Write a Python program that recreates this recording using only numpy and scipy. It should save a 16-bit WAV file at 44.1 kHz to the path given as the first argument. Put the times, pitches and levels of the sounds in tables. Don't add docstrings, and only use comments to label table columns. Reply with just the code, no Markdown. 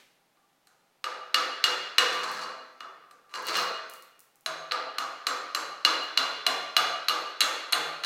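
import sys
import numpy as np
from scipy import signal
from scipy.fft import rfft, irfft
from scipy.io import wavfile
from scipy.ndimage import uniform_filter1d

SR = 44100
rng = np.random.default_rng(int(sys.argv[2]) if len(sys.argv) > 2 else 0)


def wav_out(sig):
    wavfile.write(sys.argv[1], SR, np.round(np.clip(np.atleast_2d(sig).T, -1, 1) * 32767).astype(np.int16))


def volts(x):
    e = np.asarray(x, float) / 20
    return 10 ** e


N = 355005


def read(points, hz):
    f, value = np.transpose(points)
    return np.interp(np.log(hz + 1), np.log(f + 1), value)


def evened(x):
    return x / np.sqrt(np.mean(x ** 2) + 1e-20)


def add(mix, s, sound):
    part = mix[round(s * SR):][:len(sound)]
    part += sound[:len(part)]


def coloured(x, points):
    hz = abs(np.fft.fftfreq(4096, 1 / SR))
    log_gain = np.log(volts(read(points, hz)))
    taps = np.fft.ifft(np.exp(np.conj(signal.hilbert(log_gain)))).real[:2048]
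    return signal.oaconvolve(x, taps)[:len(x)]


def filtered(x, order, hz, kind):
    return signal.sosfilt(signal.butter(order, hz, kind, fs=SR, output="sos"), x)


def tilted(points, low_db, treble_db):
    corners = np.log([1510, 2300, 5030, 6300])
    return [(hz, db + np.interp(np.log(hz), corners, [low_db, 0, 0, treble_db])) for hz, db in points]


def burst(noise, rise_s, fall_s):
    t = np.arange(len(noise)) / SR
    shape = (1 - np.exp(-t / rise_s)) * np.exp(-t / fall_s)
    return noise * shape * np.linalg.norm(shape) / np.linalg.norm(noise * shape)


def snap(noise, rise_s, fall_s):
    x = burst(noise, rise_s, fall_s)
    energy = np.linalg.norm(x)
    t = np.arange(len(noise)) / SR
    span = np.minimum(1, np.exp(3 - t / fall_s)) * (1 - np.exp(-4 * t / rise_s))
    for _ in range(4):
        z = rfft(x)
        x = span * irfft(z / (abs(z) + 1e-9), len(x))
    return x * energy / np.linalg.norm(x)


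# (frequency [Hz], relative level per Hz [dB])
EARLIER_COLOUR = [(59, -54), (100, -33), (295, -16), (801, -22), (1150, -19), (2580, -15), (16000, -36)]


def earlier(start_db=-58, t60_s=0.64):
    fade = volts(start_db - 60 * np.arange(N) / SR / t60_s)
    return fade * evened(coloured(rng.standard_normal(N), EARLIER_COLOUR))


# (frequency [Hz], relative level per Hz [dB])
AIR_COLOUR = [(25, -6), (60, -19), (90, -16.5), (140, 0), (400, -1.5), (750, -0.5), (1200, -3.5),
              (3500, -8.5), (8000, -15), (12000, -16), (16000, -19)]
# (frequency [Hz], width [Hz], level [dB])
HUM_BANDS = [(537, 13, -92.5), (638, 44, -100), (801, 21, -79.5)]


def air(air_db=-70.5):
    out = volts(air_db) * evened(coloured(rng.standard_normal(N), AIR_COLOUR))
    for hz, width, db in HUM_BANDS:
        b, a = signal.iirpeak(hz, hz / width, SR)
        out += volts(db) * evened(signal.lfilter(b, a, rng.standard_normal(N)))
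    return out


def ring(modes, place, luck=np.zeros(20), node_db=7, rise_cycles=0.4, luck_db=4):
    hz, db, t60, best = np.transpose(modes)[:, :, None]
    t = np.arange(SR // 2) / SR
    place_db = node_db * (np.cos(2 * np.pi * (place - best)) - 1)
    struck_db = db + place_db + luck_db * luck[:len(modes), None]
    rise = (1 - np.exp(-t * hz / rise_cycles)) ** 2
    side = (-1.) ** np.arange(len(modes))[:, None]
    sines = side * volts(struck_db - 60 * t / t60) * rise * np.sin(2 * np.pi * hz * t)
    return sines.sum(0)


# (frequency [Hz], relative level [dB], t60 [s], place on the weld where it rings most [0-1])
LOW_MODES = [(148.7, -50, 0.56, 0.57), (161.2, -51.5, 0.93, 0.66), (268, -37.5, 0.13, 0.7),
             (322.6, -40.5, 0.12, 0.6), (508.3, -25, 0.1, 0.83), (642.6, -32, 0.36, 0.54),
             (736, -18, 0.045, 0.59), (1080, -36.5, 0.14, 0.92), (1184, -8, 0.073, 0.11),
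             (1173.5, -20.5, 0.22, 0.42), (1194, -14, 0.043, 0.73), (1314, -20, 0.083, 0.9),
             (1406, -23, 0.4, 0.47), (1440, -33, 0.13, 0.7), (1716, -18, 0.038, 0.59),
             (1800, -29, 0.17, 0.8)]
CLEAR_MODES = [(2862, -14.5, 0.12, 0.76), (2855, -34.5, 0.23, 0.93), (2740, -43, .03, 0.31),
               (3300, -30, 0.18, 0.3), (3466, -30.5, 0.56, 0.64), (2770, -33, .15, 0.29)]
BLADE_MODES = [(3966, 0, 0.023, 0.39), (4104, -0.5, 0.023, 0.7), (4249, -1.5, 0.018, 0.53),
               (4360, -1, 0.019, 0.41), (4512, -10, .03, 0.74)]
TREBLE_MODES = [(6416, -38, 0.37, 0.57), (6430, -19, 0.022, 0.59), (7463, -42, 0.29, 0.44),
                (7500, -38, 0.23, 1), (7860, -35.5, .12, 1), (8700, -32, 0.026, 0.95),
                (8970, -31, 0.16, 0.27), (10740, -35, 0.08, .4), (11200, -37, 0.068, 0.4),
                (12050, -39, .08, .9), (12460, -37.5, .1, 0.34), (13500, -45, 0.095, 1),
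                (13880, -49, .12, .78), (14300, -34, 0.035, .55)]


def joint(low_db, clear_db, treble_db, place, luck):
    low = volts(low_db) * ring(LOW_MODES, place, luck)
    clear = volts(clear_db) * ring(CLEAR_MODES, place)
    treble = volts(treble_db) * ring(TREBLE_MODES, place, luck, node_db=4.5)
    return low + clear + ring(BLADE_MODES, place) + treble


# (time [s], strength [dB], clear ring [dB], treble [dB], place on the weld [0-1])
BLOW_LIST = [(0.371, -63, -14, -19, 1), (0.6706, -54, -10, 20, 0.73), (1.0411, -20, 10, 2.5, 1),
             (1.343, -8, 7.5, 2.5, 0.85), (1.6397, -7.5, 11, 4, .9), (1.9822, -4, 10.5, 3, 0.94),
             (2.805, -32.5, 10, 1.5, 0.9), (3.11, -47, -17, 12, 0.85), (3.339, -29, 7, 4, 0.92),
             (4.461, -20, 6.5, 6.5, 0.49), (4.711, -22, 1, -23, 0.49), (4.719, -16.5, -5, -1, 0.92),
             (4.983, -19.5, 1.5, 8, 0.68), (5.268, -14.5, 1, 7.5, 0.84), (5.548, -18, 0.5, 11, 0.76),
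             (5.849, -7.5, 7, 3.5, 0.7), (6.1739, -9.5, 6.5, 4, 0.63), (6.465, -11, 7, 7, 0.7),
             (6.7655, -8, 9, 5, 0.61), (7.084, -13, 0.5, 7, 0.45), (7.095, -20.5, 13, -25, 0.76),
             (7.406, -12.5, 14, 14, 0.44), (7.415, -11.5, -6.5, -22, 0.27), (7.724, -20, 15, 18.5, 0.48),
             (7.73, -10, 0.5, -26, 0.58), (8.036, -23, 15, 5, 0.52), (8.046, -20.5, 1, 8, 0.27)]
# (frequency [Hz], gain [dB])
CRACK_COLOUR = [(200, -59), (600, -17.5), (1250, 15.5), (2000, 12), (2750, 14), (3050, 11.5), (3700, 10),
                (4300, 11.5), (5500, 4.5), (8000, -11), (13000, -9.5), (16000, -49)]
# (frequency [Hz], gain [dB])
CLATTER_COLOUR = [(60, -46.5), (130, -34.5), (240, -14), (500, -2), (800, -1.5), (1250, -5.6), (1900, -8.5),
                  (2750, -10.5), (3050, -16), (3700, -14.5), (4300, -1), (5000, -11), (6400, -9),
                  (10000, -23.5), (16000, -32.5)]


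def blows(crack_db=-2, clatter_db=-18, low_even_db=-18, low_loss=0.41, low_most_db=5):
    noise, rings = np.zeros((2, N))
    draws = rng.standard_normal((len(BLOW_LIST), 2, 8192))
    for (s, db, clear_db, treble_db, place), (grit, hiss) in zip(BLOW_LIST, draws):
        low_db = min(low_loss * (low_even_db - db), low_most_db)
        crack = volts(crack_db) * snap(grit, rise_s=0.00087, fall_s=0.0017)
        clatter = volts(clatter_db) * burst(hiss, rise_s=0.0012, fall_s=0.059)
        add(noise, s, volts(db) * coloured(crack, tilted(CRACK_COLOUR, low_db, treble_db)))
        add(noise, s, volts(db) * coloured(clatter, tilted(CLATTER_COLOUR, low_db, treble_db)))
        add(rings, s, volts(db) * joint(low_db, clear_db, treble_db, place, luck=hiss))
    return noise, rings


# (time [s], level [dB])
DRAG_PRESSURE = [
    [(2.10, -53), (2.14, -47), (2.24, -51.5), (2.32, -50), (2.38, -44.5), (2.44, -49), (2.48, -64),
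     (2.55, -83)],
    [(3.29, -63.5), (3.33, -66), (3.36, -48), (3.42, -63), (3.47, -42.5), (3.55, -37.5), (3.59, -32.5),
     (3.63, -52), (3.68, -59)],
]
# (frequency [Hz], gain [dB])
GRIND_COLOUR = [(100, -21), (300, -16), (700, -13), (1250, 4), (2500, 5.5), (4300, 5), (6500, -2),
                (11000, -18), (16000, -35)]


def bumps(bumps_per_s=2500, spread_db=4.0, catch_db=4.25):
    height = volts(spread_db * np.minimum(rng.exponential(1, N), 4))
    pulses = (rng.random(N) < bumps_per_s / SR) * height
    catches = evened(uniform_filter1d(rng.standard_normal(N), size=600))
    return evened(pulses * rng.choice([-1, 1], N) * volts(catch_db * catches))


def drags(mid_db=-47.5, low_db=5.5, low_loss=0.28, treble_db=3.5, treble_loss=0.2, grind_db=7,
          ring_db=-15, clear_db=3, blade_db=3, sizzle_db=6, place=0.79, treble_place=0.61):
    chatter = bumps()
    t, drive = np.arange(N) / SR, np.zeros((3, N))
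    for rows in DRAG_PRESSURE:
        s, db = np.transpose(rows)
        low_lift = low_db - low_loss * (db - mid_db)
        treble_lift = treble_db - treble_loss * (db - mid_db)
        for row, lift in zip(drive, (low_lift, 0, treble_lift)):
            row += volts(np.interp(t, s, db + lift, -200, -200)) * chatter
    grind = volts(grind_db) * coloured(signal.unit_impulse(SR // 2), GRIND_COLOUR)
    low = filtered(grind, 2, 2000, "low")
    high = filtered(grind, 2, 5700, "high")
    middle_ring = volts(clear_db) * ring(CLEAR_MODES, place) + volts(blade_db) * ring(BLADE_MODES, place)
    treble_ring = volts(sizzle_db) * ring(TREBLE_MODES, treble_place)
    rings = np.array([ring(LOW_MODES, place), middle_ring, treble_ring])
    body = volts(ring_db) * rings + [low, grind - low - high, high]
    return signal.oaconvolve(drive, body, axes=1).sum(0)[:N]


def crumb(chip, fine, tick_db=4, dust_db=-26, edge_hz=5600, edge_spread=0.12):
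    tick = volts(tick_db) * snap(chip, rise_s=0.00005, fall_s=0.00016)
    dust = volts(dust_db) * burst(fine, rise_s=0.001, fall_s=0.057)
    return filtered(tick + dust, 3, edge_hz * np.exp(edge_spread * chip[0]), "high")


# (time [s], level [dB])
CRUMB_FALLS = [(2.1403, -33), (2.1724, -37), (2.219, -39), (2.3156, -27), (3.4236, -34), (3.4518, -37),
               (3.469, -20), (3.570, -18), (3.6197, -25), (3.898, -25.5), (3.937, -28), (3.955, -41.5),
               (4.0242, -32.5), (4.1933, -34.5), (4.2042, -34), (4.3573, -41), (4.409, -42), (4.4754, -39),
               (6.036, -35.5), (7.9404, -45)]
# (start [s], end [s], level [dB])
CRUMB_SHOWERS = [(2.1, 2.5, -45), (3.4, 3.7, -42), (3.95, 4.35, -55)]


def crumbs(shower_per_s=14, shower_spread_db=2.5):
    out, t = np.zeros(N), np.arange(N) / SR
    for (s, db), pair in zip(CRUMB_FALLS, rng.standard_normal((len(CRUMB_FALLS), 2, 8192))):
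        add(out, s, volts(db) * crumb(*pair))
    level = sum(volts(db) * (t > start) * (t < end) for start, end, db in CRUMB_SHOWERS)
    sizes = volts(shower_spread_db * rng.standard_normal(N))
    falls = level * (rng.random(N) < shower_per_s / SR) * sizes
    return out + signal.oaconvolve(falls, crumb(*rng.standard_normal((2, 8192))))[:N]


# (frequency [Hz], t60 [s])
ECHO_T60 = [(120, 0.4), (330, 0.96), (870, 0.84), (2300, 1.036), (6000, 0.73), (10000, 0.59), (16000, 0.45)]
# (frequency [Hz], level [dB])
ECHO_LEVEL = [(100, 1.5), (300, 16), (1000, 13), (2500, -0.5), (5000, 0.5), (10000, -6), (16000, -8)]
# (frequency [Hz], time constant [s])
ECHO_RISE = [(150, 0.0071), (1000, 0.014), (4000, 0.001), (16000, 0.00082)]


def shop_echo():
    hz, t, z = signal.stft(rng.standard_normal(SR * 3 // 2), SR, nperseg=256)
    fade = volts(-60 * t / read(ECHO_T60, hz)[:, None])
    shape = fade * (1 - np.exp(-t / read(ECHO_RISE, hz)[:, None]))
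    shape /= np.sqrt((shape ** 2).sum(1, keepdims=True) * SR * (t[1] - t[0]))
    echo = signal.istft(z * shape * volts(read(ECHO_LEVEL, hz))[:, None], SR, nperseg=256)[1]
    return echo * (np.arange(len(echo)) > 0.004 * SR)


def walls(sent, cycle_s=2.3):
    turn = 2 * np.pi * (np.arange(N) / SR / cycle_s + np.arange(3)[:, None] / 3)
    shares = np.sqrt(2 / 3) * np.cos(turn)
    return sum(signal.fftconvolve(sent * share, shop_echo())[:N] for share in shares)


def overload(x, ceiling=0.9):
    return x / (1 + abs(x / ceiling) ** 4) ** 0.25


def scene(crumb_echo_db=-8, ring_echo_db=-5):
    (noise, rings), drag, dust = blows(), drags(), crumbs()
    sent = noise + drag + volts(ring_echo_db) * rings + volts(crumb_echo_db) * dust
    near = overload(noise + drag + rings + dust + walls(sent))
    thin = filtered(near, 2, 150, "high")
    return (thin + earlier() + air())[None]


def low_pass(x):
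    return signal.sosfilt(signal.butter(12, 16800, fs=SR, output="sos"), x)


def record(dry, top_hz=16050):
    edge = signal.firwin(255, top_hz, window=("kaiser", 8), fs=SR)
    mix = signal.oaconvolve(dry, edge[None], "same")
    return low_pass(mix)


dry = scene()
out = record(dry)
wav_out(out)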